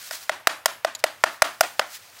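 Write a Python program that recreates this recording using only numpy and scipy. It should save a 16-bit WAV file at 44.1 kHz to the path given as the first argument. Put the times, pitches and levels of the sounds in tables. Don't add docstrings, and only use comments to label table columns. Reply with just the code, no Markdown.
import sys
import numpy as np
from scipy import signal
from scipy.fft import rfft, irfft
from scipy.io import wavfile
from scipy.ndimage import uniform_filter1d

SR = 44100
rng = np.random.default_rng(int(sys.argv[2]) if len(sys.argv) > 2 else 0)


def to_wav(sig):
    pcm = np.clip(np.atleast_2d(sig), -1, 1) * 32767
    pcm = np.round(pcm).astype(np.int16)
    wavfile.write(sys.argv[1], SR, pcm.T)


def voltage_ratio(level):
    return 10 ** (np.asarray(level, float) / 20)


N = 97020


def evened(x):
    return x / np.sqrt(np.mean(x ** 2) + 1e-20)


def read(points, hz):
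    f, value = np.transpose(points)
    return np.interp(np.log(hz + 1), np.log(f + 1), value)


def colour(x, points):
    gain = voltage_ratio(read(points, np.fft.rfftfreq(len(x), 1 / SR)))
    return irfft(rfft(x) * gain, len(x))


def tilt(x, bright_db):
    b, a = signal.butter(1, 3500, "high", fs=SR)
    return x + (voltage_ratio(bright_db) - 1) * signal.lfilter(b, a, x)


def add(mix, s, sound):
    part = mix[round(s * SR):][:len(sound)]
    part += sound[:len(part)]


def ring(hz, t60, t):
    return voltage_ratio(-60 * t / t60) * np.sin(2 * np.pi * hz * t)


def rustle():
    # time in seconds, rustle level in dB.
    hands = [(0, -41.5), (.07, -37), (0.102, -43.5), (0.128, -31.5), (.2, -43.5), (0.234, -41),
             (.29, -52.5), (.94, -132), (0.993, -44), (1.02, -67), (1.3, -49), (1.34, -47), (1.4, -59.5),
             (1.88, -49), (1.955, -37), (1.985, -48), (2.131, -51.5), (2.2, -45.5)]
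    # frequency in Hz, rustle spectrum in dB.
    rustle_colour = [(250, -39), (700, -16.5), (1500, -2), (2800, -5), (4700, -2), (7000, -4.5),
                     (11000, -8.5), (16000, -7.5)]
    grains_per_s, grain_spread_db, grain_share, flicker_db = 3000, 4, 0.3, 1.2
    sizes = voltage_ratio(grain_spread_db * np.minimum(rng.exponential(1, N), 4))
    occurs = rng.random(N) < grains_per_s / SR
    grains = sizes * occurs * rng.choice([-1., 1.], N)
    friction = grain_share * evened(grains) + (1 - grain_share) * rng.standard_normal(N)
    slow = uniform_filter1d(rng.standard_normal(N), size=300)
    flicker = evened(uniform_filter1d(slow, size=300))
    s, db = np.transpose(hands)
    motion_db = np.interp(np.arange(N) / SR, s, db)
    return evened(colour(friction, rustle_colour)) * voltage_ratio(motion_db + flicker_db * flicker)


def air():
    # frequency in Hz, murmur spectrum in dB.
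    murmur = [(20, -20), (65, -6.5), (105, 3.5), (160, -4), (330, -8), (620, 3), (2500, -1), (15500, -24)]
    return voltage_ratio(-54) * evened(colour(rng.standard_normal(N), murmur))


def snaps(t, span, count):
    fade_db, spread_db = -9, 4
    out = np.zeros(len(t))
    draw = rng.random((count, 3))
    late = draw[:, 0] * (np.arange(count) > 0)
    size = voltage_ratio(fade_db * late - 2 * spread_db * draw[:, 1] * (late > 0))
    sign = np.where((draw[:, 2] < .5) | (late == 0), 1, -1)
    np.add.at(out, (late * span * SR).astype(int), size * sign)
    return out


def sheet(drive, t, boom_db):
    # resonance frequency in Hz, width in Hz, level in dB.
    sheet_modes = [(642.3, 83.3, 29.5), (710, 47, 9.5), (1084, 274, 10.5), (1418, 99, 16.5),
                   (1848, 230, 20.5), (2460, 87, 0.5), (2750, 780, -3), (3820, 390, -31), (5004, 133, 17),
                   (5700, 450, -51), (6500, 500, -40), (9450, 2700, -52), (12700, 4200, -18)]
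    push_s, boom_top_hz, max_q = .0013, 900, 14
    detune, colour_db = .02, 2
    push = signal.oaconvolve(drive, np.hanning(round(push_s * SR / 2)))[:len(t)]
    push = push * np.linalg.norm(drive) / np.linalg.norm(push)
    out = np.zeros(len(t))
    draw = rng.uniform(-1, 1, (len(sheet_modes), 2))
    for (hz, width, db), (a, b) in zip(sheet_modes, draw):
        low = hz < boom_top_hz
        t60 = 2.2 / max(width, hz / max_q)
        mode = ring(hz * (1 + detune * a), t60, t)
        rung = signal.oaconvolve(push if low else drive, mode)[:len(t)]
        rung = rung * np.linalg.norm(mode) / np.linalg.norm(rung)
        out += voltage_ratio(db + colour_db * b + boom_db * low) * rung
    return out


def blow(db, boom_db, bright_db):
    # frequency in Hz, crack spectrum in dB.
    crack_colour = [(300, -30), (600, -8), (1400, 0), (3000, -7), (6000, -8), (9000, -11), (13000, -13),
                    (16000, -20)]
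    hold_s, crack_t60, fizz_db, fizz_t60 = .0028, .008, -8, .045
    t = np.arange(4096) / SR
    body = sheet(snaps(t, span=.0024, count=6), t, boom_db)
    burst = voltage_ratio(-60 * np.maximum(t - hold_s, 0) / crack_t60)
    fizz = voltage_ratio(fizz_db - 60 * t / fizz_t60)
    crack = evened(colour(rng.standard_normal(len(t)), crack_colour)) * (burst + fizz)
    return voltage_ratio(db) * tilt(body / abs(body).max() + voltage_ratio(-14) * crack, bright_db)


def thin(x):
    cut = signal.sosfilt(signal.butter(4, 567, "high", fs=SR, output="sos"), x)
    leak = signal.sosfilt(signal.butter(2, 180, "high", fs=SR, output="sos"), x)
    return cut + voltage_ratio(-23.5) * leak


def room(x):
    # frequency in Hz, reverberation time t60 in seconds.
    band_t60 = [(200, 0.26), (630, 0.28), (1500, 0.34), (4000, 0.28), (8000, 0.34), (15000, 0.6)]
    # frequency in Hz, spectrum of the sheet's shiver in the room in dB.
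    shiver_colour = [(100, -31.5), (300, -7), (480, -10.5), (640, 0), (1300, -2.5), (3500, -7.5),
                     (8000, -17), (15000, -30.5)]
    start_s, rise_s, shiver_db, echo_db = 0.0098, 0.015, -32.5, -18
    hz, t, z = signal.stft(rng.standard_normal(SR // 2), SR, nperseg=256)
    decay = voltage_ratio(-60 * t / read(band_t60, hz)[:, None])
    tail = signal.istft(z * decay, SR, nperseg=256)[1]
    tail = tail * np.clip((np.arange(len(tail)) / SR - start_s) / rise_s, 0, 1) ** 2
    echo = signal.fftconvolve(x, tail / np.linalg.norm(tail))[:len(tail)]
    shiver = colour(tail, shiver_colour)
    shiver = shiver / np.sqrt(np.mean(shiver[:4096] ** 2))
    return voltage_ratio(echo_db) * echo + voltage_ratio(shiver_db) * abs(x).max() * shiver


def flap(db, length):
    t = np.arange(4096) / SR
    body = tilt(sheet(snaps(t, length, count=14), t, boom_db=-6), bright_db=-5)
    return voltage_ratio(db) * body / abs(body).max()


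def tink(db, favoured):
    # mode frequency in Hz, level in dB, decay time t60 in seconds.
    ruler_modes = [(7150, -3, .06), (8053, -3, .09), (9060, -4, .08), (10600, -4, .1), (12532, 0, .17),
                   (15200, -2, .07)]
    t = np.arange(8192) / SR
    modes = np.zeros(len(t))
    for hz, mode_db, t60 in ruler_modes:
        other = abs(hz / favoured - 1) > .06
        modes += voltage_ratio(mode_db - 14 * other) * ring(hz, t60, t)
    return voltage_ratio(db) * np.minimum(t / .002, 1) * modes


def tick(db):
    # mode frequency in Hz, width in Hz, level in dB.
    click_modes = [(2100, 500, -34), (4330, 480, 21.5), (7000, 200, 21.5), (10900, 650, 12),
                   (11700, 900, -18), (15000, 900, -27)]
    t = np.arange(1024) / SR
    body = np.zeros(len(t))
    for hz, width, mode_db in click_modes:
        body += voltage_ratio(mode_db) * ring(hz * rng.uniform(.98, 1.02), 2.2 / width, t)
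    body = signal.oaconvolve(snaps(t, span=.0015, count=3), body)[:len(t)]
    return voltage_ratio(db) * body / abs(body).max()


def crackle(db, length):
    # frequency in Hz, crackle spectrum in dB.
    crease_colour = [(800, -12), (2500, -4), (4500, 8), (7500, -8.5), (12000, -6), (16000, -32)]
    t = np.arange(2048) / SR
    return voltage_ratio(db - 20 * t / length) * evened(colour(rng.standard_normal(len(t)), crease_colour))


def puff(db):
    return voltage_ratio(db) * np.hanning(round(.0025 * SR))


def scene():
    # start in seconds, peak in dB, sheet boom in dB, brightness in dB, room tail in dB.
    blow_events = [
        (0.11, -14, -15.5, -5, 2),
        (0.2944, -5, -9, -13, 1),
        (0.4717, 2.5, -10.5, -3, -5.5),
        (0.658, -2, -8.5, 3.5, -6),
        (0.8471, -2.5, -0.5, -13.5, -0.5),
        (1.0397, 1, -4, -5, -5),
        (1.2381, 1, -9, -15, -2.5),
        (1.4207, 4.5, -13, -4.5, -5),
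        (1.6084, -1.5, -3.5, 4, -3.5),
        (1.7943, 2.5, 16, -35, -2),
    ]
    # start in seconds, level in dB, length in seconds.
    flap_events = [(.3221, -36, .016), (.5021, -34, .016), (.6861, -34, .012), (.8781, -38, .021),
                   (1.0681, -34, .014), (1.2621, -34, .016), (1.4534, -16, .003), (1.4601, -25, .013),
                   (1.6291, -27, .007), (1.6371, -19, .013), (1.8131, -20, .007), (1.1011, -37, .005)]
    # start in seconds, level in dB, favoured mode in Hz.
    tink_events = [(.337, -55, 12532), (.35, -58, 8053), (.345, -63, 10600), (.395, -55, 12532),
                   (.4, -61, 9060), (.575, -62, 8053), (.728, -54, 12532), (.86, -68, 12532),
                   (.937, -53, 8053), (.9375, -53, 15200), (.967, -60, 12532), (.977, -50, 7150),
                   (.99, -50, 7150), (1.715, -55, 12532), (1.716, -58, 8053)]
    # start in seconds, level in dB.
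    tick_events = [
        (.9506, -17),
        (.9521, -20),
        (.9536, -20),
        (.9556, -31),
        (.9601, -33),
    ]
    # start in seconds, level in dB, length in seconds.
    crackle_events = [(1.001, -40, .008), (1.4491, -27, .004), (1.5461, -44, .006), (1.6351, -28, .005),
                      (1.326, -45, .006), (1.361, -46, .008), (1.721, -48, .004), (.9541, -36, .012),
                      (1.0681, -38, .005)]
    # start in seconds, level in dB.
    puff_events = [
        (1.2376, -37),
        (1.4211, -23),
        (1.6081, -29),
        (1.0401, -44),
    ]
    mix = rustle() + air()
    hits = np.zeros(N)
    for s, db, boom_db, bright_db, tail_db in blow_events:
        hit = thin(blow(db, boom_db, bright_db))
        add(mix, s, hit)
        add(mix, s, voltage_ratio(tail_db) * tilt(room(hit), bright_db / 2))
    for s, db, length in flap_events:
        add(hits, s, flap(db, length))
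    for s, db, favoured in tink_events:
        add(mix, s, tink(db, favoured))
    for s, db in tick_events:
        add(hits, s, tick(db))
    for s, db, length in crackle_events:
        add(mix, s, crackle(db, length))
    for s, db in puff_events:
        add(mix, s, puff(db))
    return (mix + thin(hits))[None]


def low_pass(x):
    return signal.sosfilt(signal.butter(12, 16440, fs=SR, output="sos"), x)


def record(dry):
    x = np.clip(dry, -1, 1)
    x = signal.oaconvolve(x, signal.firwin(255, 15900, fs=SR)[None], "same")
    return low_pass(x)


dry = scene()
out = record(dry)
to_wav(out)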